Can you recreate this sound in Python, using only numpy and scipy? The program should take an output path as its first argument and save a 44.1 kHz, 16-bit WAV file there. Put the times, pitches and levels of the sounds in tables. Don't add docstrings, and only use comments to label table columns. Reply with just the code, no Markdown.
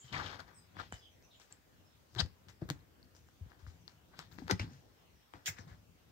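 import sys
import numpy as np
from scipy import signal
from scipy.io import wavfile
from scipy.ndimage import uniform_filter1d

SR = 44100
rng = np.random.default_rng(int(sys.argv[2]) if len(sys.argv) > 2 else 0)


def level_to_linear(level):
    exponent = np.asarray(level, float) / 20
    return 10 ** exponent


def wav_record(signal):
    frames = np.transpose(np.atleast_2d(signal))
    bounded = np.clip(frames, -1, 1)
    quanta = np.round(bounded * 32767).astype(np.int16)
    wavfile.write(sys.argv[1], SR, quanta)


N = 269539

# (frequency [Hz], density [dB per Hz])
HISS_SPECTRUM = [(20, -42), (37, -16), (50, -7), (85, -1), (116, -8), (237, -12), (313, -13.5),
                 (607, -17.5), (1350, -22), (3100, -26), (6190, -29.5), (10800, -37.5), (13000, -32),
                 (15900, -31)]
# (frequency [Hz], left-right correlation [-1..1])
HISS_LIKENESS = [(60, 0.76), (240, 0.37), (950, -0.037), (3770, -0.026), (15000, -0.028)]
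# (frequency [Hz], left over right [dB])
HISS_BALANCE = [(60, 5.5), (180, 2), (550, 0.5), (1650, 3), (4970, 0), (15000, 0.5)]
HISS_DB = -68
# (time [s], length [s], first pitch [Hz], last pitch [Hz], level [dB])
CHIRPS = [(0, 0.0073, 6770, 7470, -55), (0.012, 0.04, 3230, 3120, -68), (0.535, 0.054, 8400, 7920, -67),
          (0.525, 0.059, 5700, 5170, -79), (0.735, 0.05, 3470, 3330, -74), (0.565, 0.11, 5080, 4950, -79),
          (0.915, 0.035, 3100, 2980, -62), (0.93, 0.13, 5140, 4900, -76), (1.005, 0.075, 3470, 3060, -64),
          (1.097, .06, 6200, 5500, -81), (1.225, 0.03, 6310, 5640, -72.5), (1.229, 0.03, 2700, 2400, -79),
          (1.3, 0.055, 4000, 2860, -68), (1.313, 0.038, 3850, 3600, -73), (1.305, 0.085, 7170, 7140, -82),
          (1.836, .095, 5310, 5320, -81.5), (3.26, .036, 7220, 7260, -84), (3.28, 0.03, 6100, 6000, -87),
          (3.698, 0.092, 7200, 7200, -86), (3.776, 0.06, 6160, 6030, -83), (5.165, .12, 5700, 5360, -88),
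          (.06, .04, 3100, 3030, -66), (.108, .04, 3080, 3020, -68), (0, .035, 7160, 7120, -67),
          (.785, .03, 3350, 3250, -67)]
BLUR_HZ, BLUR_HZ_PER_GLIDE_HZ = 70, 0.6
CHIRP_NOISE_SHARE = 0.55

# (time [s], dull peak [dB], bright over dull [dB], rise [s], fade t60 [s])
FUR_BRUSHES = [(.039, -62, 7, 0.023, 0.19), (0.389, -38.5, -6.5, 0.0097, 0.081),
               (0.47, -49, -10.5, 0.0028, 0.25), (0.92, -47, 3, 0.0072, 0.27),
               (1.396, -54.5, 5, 0.0078, 0.26), (1.502, -53.5, -2.5, 0.009, 0.27),
               (2.484, -48.5, 2, 0.0092, .12), (2.611, -48, -8.5, .004, 0.2),
               (3.15, -70, 14.5, 0.0074, 0.2), (3.493, -54.5, -7, 0.0045, 0.47),
               (3.588, -60, 0.5, 0.0066, 0.5), (3.666, -57, 0.5, 0.0045, 0.4),
               (3.879, -55.5, 0.5, 0.0035, 0.3), (4.311, -52, -2, 0.006, 0.22),
               (4.379, -49.5, -2.5, 0.0059, 0.21), (4.421, -66, 3, .012, 1),
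               (5.334, -44, -10, 0.0064, 0.29), (5.672, -47.5, -5.5, 0.0093, 0.29)]
FINE_SLOPE, FINE_DB = 1.43, 1.5
# (peak time [s], level [dB], rise t60 [s], fade t60 [s])
FUR_SCRAPES = [(.13, -50.5, 0.025, 1), (.2, -47.5, 0.23, 0.43), (.345, -54.5, 0.53, 0.07),
               (.802, -50, 0.13, 0.16), (2.16, -54.5, 0.012, 0.24), (2.209, -42.5, 0.087, 0.043),
               (2.225, -72, .05, 0.11), (2.622, -69, 0.0089, 0.067), (2.69, -57, 0.015, 0.18),
               (2.76, -73, .1, 0.46), (4.14, -62, 0.084, 0.093), (4.2, -59.5, 0.12, 0.22),
               (4.505, -38, 0.04, 0.066), (4.62, -57, 0.15, 0.25), (4.7, -69.5, 0.26, 0.38),
               (5.52, -68, 0.071, 0.13), (5.59, -61.5, 0.11, 0.27)]
# (peak time [s], level [dB], rise t60 [s], fade t60 [s], brightest [Hz])
CLOTH_RUSTLES = [(0.127, -50, 0.018, 0.63, 3170), (.265, -54, 0.62, 0.34, 3000),
                 (.345, -58, 0.65, 0.11, 3230), (0.8, -56.5, 0.11, 0.31, 3020),
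                 (2.192, -52.5, 0.038, 0.22, 3650), (2.205, -35.5, 0.064, 0.017, 4800),
                 (2.705, -89, 0.036, 0.11, 3940), (4.2, -58, 0.15, 0.21, 3330),
                 (4.512, -45, 0.052, 0.064, 4730), (4.529, -56, .1, 0.11, 4080),
                 (4.598, -46.5, 0.011, 0.12, 2400), (4.62, -53.5, 0.14, 0.14, 2750),
                 (4.73, -65.5, 0.33, 0.47, 6300), (5.46, -38.5, 0.0062, 0.16, 3180),
                 (5.48, -37.5, 0.053, 0.071, 2270), (5.572, -63, 0.073, 0.2, 2090),
                 (5.62, -66, 0.33, 0.091, 6000), (5.72, -79, .4, 0.29, 1800)]
RUSTLE_FINE_DB = -11
# (peak time [s], fine level [dB], rise t60 [s], fade t60 [s], fizz over fine [dB])
CLOTH_SLAPS = [
    (2.21, -65, 0.34, 0.057, -30),
    (2.702, -82, 0.2, 0.17, 11),
    (4.328, -81, .12, 0.35, 9),
    (4.51, -54, 0.027, 0.069, -12),
    (5.46, -42, 0.0059, 0.15, -10),
    (5.484, -45.5, 0.05, 0.057, 1),
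]
HOLD_S = 0.002
# (frequency [Hz], gain [dB])
PILE_COLOUR = [(150, -2), (250, 3.5), (631, -5.5), (714, -1), (1410, -4.5), (1590, -2), (1770, -5.5),
               (2470, -15), (4710, -12.5), (5140, -11), (5610, -15), (8690, -28), (10700, -35),
               (13000, 5.5), (16300, 10)]

# (time [s], peak [dB], board pitch [Hz], ring t60 [s])
PAW_LANDINGS = [(.119, -44, 150, 0.033), (0.126, -47, 100, 0.3), (0.922, -47.5, 177, 0.042),
                (0.931, -42, 83, 0.062), (2.162, -47.5, 355, .07), (2.161, -40, 115, 0.3),
                (2.195, -34, 155, 0.076), (2.218, -31, 80, 0.14), (2.6181, -40, 325, 0.1),
                (2.62, -42.5, 600, 0.016), (2.621, -33, 143, 0.054), (2.7051, -40, 300, 0.08),
                (2.7065, -46, 550, 0.017), (2.7015, -34.5, 144, 0.13), (3.41, -40.5, 85, 0.17),
                (3.462, -44, 88, 0.031), (3.625, -48, 76.9, 0.45), (3.67, -42, 81, 0.17),
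                (4.186, -53, 157, 0.16), (4.381, -51, 196, 0.13), (4.419, -42.5, 256, 0.073),
                (4.421, -53, 780, 0.022), (4.496, -37, 380, 0.09), (4.511, -32.5, 350, 0.034),
                (4.52, -28.5, 190, 0.06), (4.526, -30, 98.2, 0.083), (4.5991, -33, 100.3, 0.18),
                (4.597, -41.5, 298, 0.032), (4.72, -52.5, 138.4, 0.32), (5.484, -46, 150, 0.14),
                (5.492, -45.5, 97, 0.11), (5.591, -46.5, 210, 0.051), (5.597, -47, 94, 0.11),
                (5.668, -47, 150, 0.11), (5.712, -47, 89.5, 0.072), (.042, -54, 130, .15),
                (.143, -44, 150, .1), (.163, -45, 140, .1), (4.383, -50, 310, .08), (4.4, -53, 380, .06),
                (4.437, -47, 170, .1), (4.53, -36, 180, .12), (4.595, -45, 590, .04),
                (4.6075, -43, 200, .07), (4.625, -43, 215, .1), (4.665, -49, 165, .12),
                (4.71, -53, 225, .08), (4.5972, -34, 140, .03), (2.492, -52, 115, .08),
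                (5.341, -52, 320, .06)]
PAW_RISE_S = 0.0013
# (time [s], dull peak [dB], bright peak [dB])
CLAW_CATCHES = [(.118, -47, -72), (.767, -34, -64), (0.798, -35, -51), (.939, -39, -69), (3.517, -44, -66),
                (4.385, -35.5, -56), (4.509, -17, -53), (4.52, -32, -65), (4.596, -24, -39),
                (4.627, -37, -52), (5.336, -31.5, -53), (5.565, -45, -76), (5.585, -32.5, -49)]
CLAW_HZ, CLAW_MS, CLAW_RING = 2430, 0.93, 1.9
# (time [s], dull peak [dB], bright peak [dB], bright ring [Hz])
CORD_TICKS = [(0.403, -37, -50.5, 4300), (0.923, -22.5, -47, 7500), (1.224, -72.5, -64, 4770),
              (1.398, -47, -58, 5450), (1.524, -67, -62, 4500), (3.879, -42.5, -59, 4550),
              (2.161, -52, -60, 4030), (2.484, -62, -54, 4560), (2.687, -39, -58, 4000),
              (2.79, -56, -74, 5200), (3.149, -50, -62, 5800), (3.164, -53, -61, 5730),
              (3.286, -47, -70, 6040), (4.466, -43, -68, 4000), (4.502, -27, -41, 4000),
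              (4.5, -27, -47, 5940), (4.5086, -11, -32.5, 5500), (4.51, -15.5, -25, 5730),
              (4.512, -29, -36, 4230), (4.514, -35, -35, 4200), (5.68, -44, -69.5, 5000)]
CORD_MS, CORD_RING = 0.54, 2.05
# (time [s], dull peak [dB], bright peak [dB], bright ring [Hz])
CORD_SNAPS = [
    (2.1495, -40, -47, 4000),
    (2.26, -48, -52, 4350),
    (2.6895, -34, -45, 4300),
    (2.7001, -20, -29, 4300),
    (2.7077, -43, -41, 4800),
    (4.1902, -29, -38, 5300),
    (4.4773, -42, -52, 4500),
    (4.4796, -28, -43, 5000),
    (4.4965, -19, -44, 5600),
]
# (time [s], dull peak [dB], bright peak [dB], bright ring [Hz])
FIBRE_SNAPS = [
    (.133, -30, -46, 3200),
    (.1445, -31, -50, 3600),
    (.1655, -30, -48, 3300),
    (.188, -29, -48, 3500),
    (.198, -29, -47, 3200),
    (.2105, -32, -50, 3400),
    (.2615, -36, -47, 3300),
    (.314, -38, -54, 4000),
    (.328, -40, -54, 3800),
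    (.357, -42, -54, 4300),
]
SNAP_MS, SNAP_RING = .06, .5
# (peak time [s], rumble [dB], rise t60 [s], fade t60 [s])
WEIGHT_SHIFTS = [(.128, -47.5, 0.091, 1.13), (.766, -55, 0.091, 0.69), (2.135, -58, 0.017, 0.66),
                 (2.25, -45.5, 0.0056, 0.14), (2.47, -62.5, 0.011, 0.53), (2.655, -49, 0.024, 0.03),
                 (2.688, -46, 0.031, 0.027), (2.75, -57, .012, 0.34), (2.95, -73, 1.1, 0.073),
                 (3.5, -69, 0.027, 0.92), (3.72, -60, 0.0085, .06), (3.74, -65.5, .05, 2.5),
                 (4.48, -54, 1.1, 0.026), (4.64, -44, 0.0074, 0.1), (4.67, -56.5, 0.051, 0.73),
                 (5.345, -58, 0.03, 0.32), (5.62, -58, 0.017, 1.)]
# (frequency [Hz], width [Hz], gain [dB])
FLOOR_MODES = [(87.5, 54, 8.5), (150, 53, 3.5), (230, 118, -9), (320, 22, -27)]
# (time [s], length [s], first centre [Hz], last centre [Hz], level [dB])
STROKES = [(0.13, 0.03, 2250, 1900, -43.5), (0.148, .09, 1490, 1000, -51.5), (0.189, .045, 925, 816, -54),
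           (.26, 0.0088, 3300, 3300, -50.5), (0.299, 0.049, 3800, 3620, -67),
           (.392, 0.023, 1480, 1400, -59.5), (0.788, 0.029, 1425, 1320, -51), (2.18, 0.028, 780, 760, -53),
           (4.495, 0.024, 870, 800, -46), (4.516, 0.0156, 756, 900, -48), (2.191, 0.029, 7960, 8200, -66),
           (4.509, .007, 1560, 1540, -38), (4.511, 0.0049, 8800, 8850, -48.5),
           (4.175, .06, 8000, 7900, -71), (5.58, 0.043, 6200, 5600, -66), (2.182, 0.018, 2860, 3760, -44.5),
           (2.189, 0.025, 3570, 5100, -39.5), (2.198, .018, 3500, 2700, -41.5),
           (2.157, 0.0093, 1310, 1600, -68), (4.196, 0.011, 1300, 1300, -57.5),
           (4.594, 0.009, 2350, 2400, -41), (4.594, 0.0062, 4800, 4830, -48),
           (4.611, 0.012, 2670, 2780, -51), (5.458, 0.0233, 3240, 3380, -48),
           (5.459, 0.045, 1920, 2140, -48.5), (5.465, 0.034, 6800, 6400, -42),
           (5.567, 0.011, 2100, 2000, -65), (5.577, 0.031, 1780, 1670, -62.5),
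           (5.693, 0.066, 1750, 1680, -74.5), (.152, .035, 2000, 1700, -48), (.136, .04, 1050, 950, -50),
           (.186, .04, 1600, 1450, -51), (2.161, .006, 4000, 3800, -58), (4.497, .012, 1500, 1400, -41),
           (4.514, .02, 1500, 1300, -48), (2.793, .02, 4300, 4000, -83), (2.708, .014, 3800, 3700, -64)]
STROKE_WIDTH = 0.27
# (time [s], peak [dB], ring [Hz], decay [ms])
PINGS = [(.4035, -50, 4800, 1.), (.9248, -41, 7330, 0.4), (.9425, -47, 7200, 0.91),
         (1.525, -41, 7560, 0.85), (3.029, -55.5, 4550, .7), (3.045, -64.5, 4780, .7),
         (3.666, -48, 1460, 0.77), (3.879, -40, 4400, 0.42), (4.321, -59, 4460, 0.55),
         (4.326, -57, 4010, 0.39), (4.3858, -45, 1860, 1.1), (4.386, -54.5, 4070, .7),
         (5.337, -64, 2620, 0.62), (5.582, -48, 1900, 1.), (5.587, -58, 5500, .6)]

# (time [s], left over right [dB], left port lead [ms])
PLACE = [(0, 7.5, -0.26), (.8, 9, -0.37), (.92, 3, -0.27), (1.2, 3, -.02), (1.5, 7.5, -0.13),
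         (2.2, 9, -0.13), (2.7, 7, -0.22), (3.9, 8, -0.18), (4.25, 5.5, -0.15), (4.36, 11.5, 0.17),
         (4.6, 3.5, 0.418), (5.42, 5, 0.36), (5.449, -2, -0.61), (5.539, 5, -0.46), (5.558, 5, 0.52)]
# (frequency [Hz], share of the level lean [ratio])
BODY_SHADOW = [(100, 0.59), (400, 0.41), (700, 0.75), (1300, 1.64), (2400, 0.74), (4400, 2.19),
               (8000, 0.067), (15000, 0.49)]
# (frequency [Hz], t60 [s])
ROOM_T60 = [(100, 0.18), (500, 0.16), (2000, 0.14), (6000, 0.14), (14000, 0.12)]
EDGE_HZ = 15800


def evened(x):
    return x / np.sqrt(np.mean(x ** 2) + 1e-20)


def read(points, hz):
    f, value = np.transpose(points)
    return np.interp(np.log(hz + 1), np.log(f + 1), value)


def add(mix, s, sound):
    part = mix[..., round(s * SR):][..., :sound.shape[-1]]
    part += sound[..., :part.shape[-1]]


def resonate(x, hz, width_hz):
    turn = np.exp(2j * np.pi * np.cumsum(hz * np.ones(len(x))) / SR)
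    r = np.exp(-np.pi * width_hz / SR)
    smooth = signal.lfilter([1 - r], [1, -r], x / turn + 1e-18)
    return 2 * (turn * smooth).real


def resonate_twice(x, hz, width_hz):
    return resonate(resonate(x, hz, width_hz), hz, width_hz)


def swells(rows):
    s, db, rise_s, fade_s = np.transpose(rows)[:, :, None]
    t = np.arange(0, N + 32, 32) / SR
    before = (s - t) / abs(rise_s)
    after = np.maximum(t - s - HOLD_S, 0) / abs(fade_s)
    fall_db = np.minimum(60 * np.maximum(before, after), 200)
    gain = np.sqrt((level_to_linear(db - fall_db) ** 2).sum(0))
    return np.interp(np.arange(N) / SR, t, gain)


def pile_taps(low_hz, high_hz):
    hz = abs(np.fft.fftfreq(2048, 1 / SR)) + 1
    edges = np.sqrt((1 + (low_hz / hz) ** 6) * (1 + (hz / high_hz) ** 24))
    log_gain = np.log(level_to_linear(read(PILE_COLOUR, hz)) / edges + 1e-5)
    minimum_phase = np.exp(log_gain - 1j * signal.hilbert(log_gain).imag)
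    taps = np.fft.ifft(minimum_phase).real[:1024]
    return taps / np.linalg.norm(taps)


def hiss():
    frames, hz = N // 512 + 5, np.fft.rfftfreq(2048, 1 / SR)
    a, b, c, d, patches = rng.standard_normal((frames, 1025, 5)).T
    patches = uniform_filter1d(patches, size=30, axis=0)
    patches = evened(uniform_filter1d(patches, size=8, axis=1))
    same = np.clip(read(HISS_LIKENESS, hz), -1, 1)[:, None]
    left = a + 1j * b
    right = same * left + np.sqrt(1 - same ** 2) * (c + 1j * d)
    half_db = read(HISS_BALANCE, hz)[:, None] / 2
    patch_db = 1.94 * patches * (hz[:, None] < 7000)
    level_db = read(HISS_SPECTRUM, hz)[:, None] + patch_db + np.array([half_db, -half_db])
    z = np.array([left, right]) * level_to_linear(level_db)
    noise = signal.istft(z, nperseg=2048, noverlap=1536)[1][:, :N]
    return level_to_linear(HISS_DB + 2.5) * evened(noise)


def chirps():
    out = np.zeros(N)
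    breaths = rng.standard_normal((len(CHIRPS), 9000))
    for (s, length_s, first_hz, last_hz, db), air in zip(CHIRPS, breaths):
        count = round(length_s * SR)
        glide_hz = np.linspace(first_hz, last_hz, count)
        width_hz = BLUR_HZ + BLUR_HZ_PER_GLIDE_HZ * abs(first_hz - last_hz)
        blur = evened(resonate_twice(air[:count], glide_hz, width_hz))
        tone = np.sin(2 * np.pi * np.cumsum(glide_hz) / SR)
        whistle = CHIRP_NOISE_SHARE * blur + (1 - CHIRP_NOISE_SHARE) * tone
        add(out, s, level_to_linear(db) * evened(whistle) * signal.windows.tukey(count, .4))
    return out


def brushes():
    out, t = np.zeros((3, N)), np.arange(SR // 4) / SR
    for s, dull_db, over_db, rise_s, t60_s in FUR_BRUSHES:
        bright_db = dull_db + over_db
        fine_db = dull_db + FINE_SLOPE * over_db + FINE_DB
        shape = (1 - np.exp(-t / max(rise_s, .001))) * level_to_linear(-60 * t / t60_s)
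        gains = level_to_linear(np.array([dull_db - 17.5, bright_db - 16.0, fine_db - 20.5]))
        add(out, s, np.outer(gains, shape / shape.max()))
    return out


def scuffles(bands):
    scrape = swells(FUR_SCRAPES)
    rustle = swells([row[:-1] for row in CLOTH_RUSTLES])
    brightest_hz = np.interp(np.arange(N) / SR, *np.transpose(CLOTH_RUSTLES)[[0, -1]])
    slap = swells([row[:-1] for row in CLOTH_SLAPS])
    crinkle = swells([(s, db + over_db, rise, fade) for s, db, rise, fade, over_db in CLOTH_SLAPS])
    brush_dull, brush_bright, brush_fine = brushes()
    noise = rng.standard_normal((2, N))
    snaps_db = 2.8 * evened(uniform_filter1d(rng.standard_normal((4, N)), size=60))
    out = []
    for stream in (noise[0], 0.53 * noise[0] + 0.9 * noise[1]):
        dull, bright, fine, fizz = (evened(signal.oaconvolve(stream * level_to_linear(db), taps)[:N])
                                    for db, taps in zip(snaps_db, bands))
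        ringing = evened(bright + 2.14 * resonate(bright + 0.95 * dull, brightest_hz, 920))
        fur = (scrape + brush_dull) * dull + brush_bright * bright + brush_fine * fine
        cloth = rustle * ringing + crinkle * fizz + (level_to_linear(RUSTLE_FINE_DB) * rustle + slap) * fine
        out.append(fur + cloth)
    return np.array(out)


def paws():
    out, t = np.zeros(N), np.arange(SR // 3) / SR
    for s, db, hz, t60_s in PAW_LANDINGS:
        damping_db = -25 * t / t60_s - 190 * (t / t60_s) ** 2
        shape = (1 - np.exp(-t / PAW_RISE_S)) * level_to_linear(damping_db)
        add(out, s, level_to_linear(db) * shape / shape.max() * np.sin(2 * np.pi * hz * t))
    return out


def ticks(bands):
    out, t = np.zeros(N), np.arange(900) / SR
    rows = [row + (CLAW_HZ, CLAW_MS, CLAW_RING) for row in CLAW_CATCHES]
    rows += [row + (CORD_MS, CORD_RING) for row in CORD_TICKS]
    rows += [row + (SNAP_MS, SNAP_RING) for row in CORD_SNAPS + FIBRE_SNAPS]
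    grits = rng.standard_normal((len(rows), 900))
    for (s, dull_db, bright_db, hz, splinter_ms, ring), grit in zip(rows, grits):
        crack = 0.23 * grit * np.exp(-t * 1000 / max(splinter_ms, .05))
        crack[0] = -1
        dull, bright, fine, fizz = (np.convolve(crack, taps)[:900] for taps in bands)
        broad = bright + 0.6 * fine + 0.1 * fizz
        bright = broad + ring * resonate_twice(bright + 1.25 * fine, hz, 1500)
        knock = level_to_linear(dull_db - 9.5) * dull / abs(dull).max()
        add(out, s + 0.001226, knock + level_to_linear(bright_db + 6.0) * bright / abs(bright).max())
    return out


def boards(x):
    return sum(level_to_linear(db) * resonate(resonate(x, hz, width_hz), hz, 2 * width_hz)
               for hz, width_hz, db in FLOOR_MODES)


def rumble():
    return swells(WEIGHT_SHIFTS) * level_to_linear(-0.5) * evened(boards(rng.standard_normal(N)))


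def strokes():
    out = np.zeros(N)
    grits = rng.standard_normal((len(STROKES), 6000))
    for (s, length_s, first_hz, last_hz, db), grit in zip(STROKES, grits):
        count = round(length_s * SR)
        glide_hz = np.linspace(first_hz, last_hz, count)
        width_hz = STROKE_WIDTH * np.sqrt(first_hz * last_hz)
        uneven_db = 2.8 * evened(uniform_filter1d(grit[::-1], size=90))
        friction = grit[:count] * level_to_linear(uneven_db)[:count]
        band = resonate_twice(friction, glide_hz, width_hz)
        add(out, s, level_to_linear(db) * evened(band) * signal.windows.tukey(count, .45))
    return out


def pings():
    out, t = np.zeros(N), np.arange(900) / SR
    for s, db, hz, decay_ms in PINGS:
        u = 2 * t * 1000 / max(decay_ms, .1)
        add(out, s, level_to_linear(db) * u * np.exp(1 - u) * np.sin(2 * np.pi * hz * t))
    return out


def ports(pair):
    hz, t, z = signal.stft(pair, SR, nperseg=256)
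    s, lean_db, lead_ms = np.transpose(PLACE)
    half_db = np.outer(read(BODY_SHADOW, hz), np.interp(t, s, lean_db)) / 2
    lead_s = np.interp(t, s, lead_ms) / 1000
    left_first = np.outer(hz, np.maximum(lead_s, 0))
    right_first = np.outer(hz ** 3 / (hz ** 2 + 600 ** 2), np.minimum(lead_s, 0))
    late = np.exp(-2j * np.pi * (left_first + right_first))
    gains = np.array([level_to_linear(half_db + 1.5), level_to_linear(-half_db + 0.5) * late])
    return signal.istft(z * gains, SR, nperseg=256)[1][:, :N]


def room(x, faster):
    taps = np.zeros((2, SR // 2))
    slots = np.arange(160, SR // 2 - 20, 20)
    at = slots + rng.integers(0, 20, (2, len(slots)))
    np.put_along_axis(taps, at, rng.choice([-1., 1.], at.shape), 1)
    hz, t, z = signal.stft(taps, SR, nperseg=256)
    decay = level_to_linear(-60 * faster * t / read(ROOM_T60, hz)[:, None])
    tail = signal.istft(z * decay, SR, nperseg=256)[1]
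    return signal.fftconvolve(x[None], tail / np.linalg.norm(tail[0]), axes=1)[:, :N]


def scene():
    edges_hz = (350, 2500), (2500, 6500), (6500, 9000), (11500, 16000)
    bands = [pile_taps(*edge) for edge in edges_hz]
    far = chirps()
    near = scuffles(bands) + paws() + ticks(bands) + rumble() + strokes() + pings()
    near_heard = ports(near) + level_to_linear(-10) * room(near[0], 0.95)
    far_heard = level_to_linear(-4) * far + level_to_linear(2.5) * room(far, 0.6)
    return hiss() + far_heard + near_heard


def low_pass(x):
    return signal.sosfilt(signal.butter(12, 16500, fs=SR, output="sos"), x)


def record(dry):
    cut = signal.sosfilt(signal.butter(6, 45, "high", fs=SR, output="sos"), dry)
    rounded = .3 * np.tanh(cut / .3)
    edge = signal.firwin(511, EDGE_HZ, window=("kaiser", 4), fs=SR)
    limited = signal.oaconvolve(rounded, edge[None], "same", axes=1)
    return low_pass(limited)


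dry = scene()
out = record(dry)
wav_record(out)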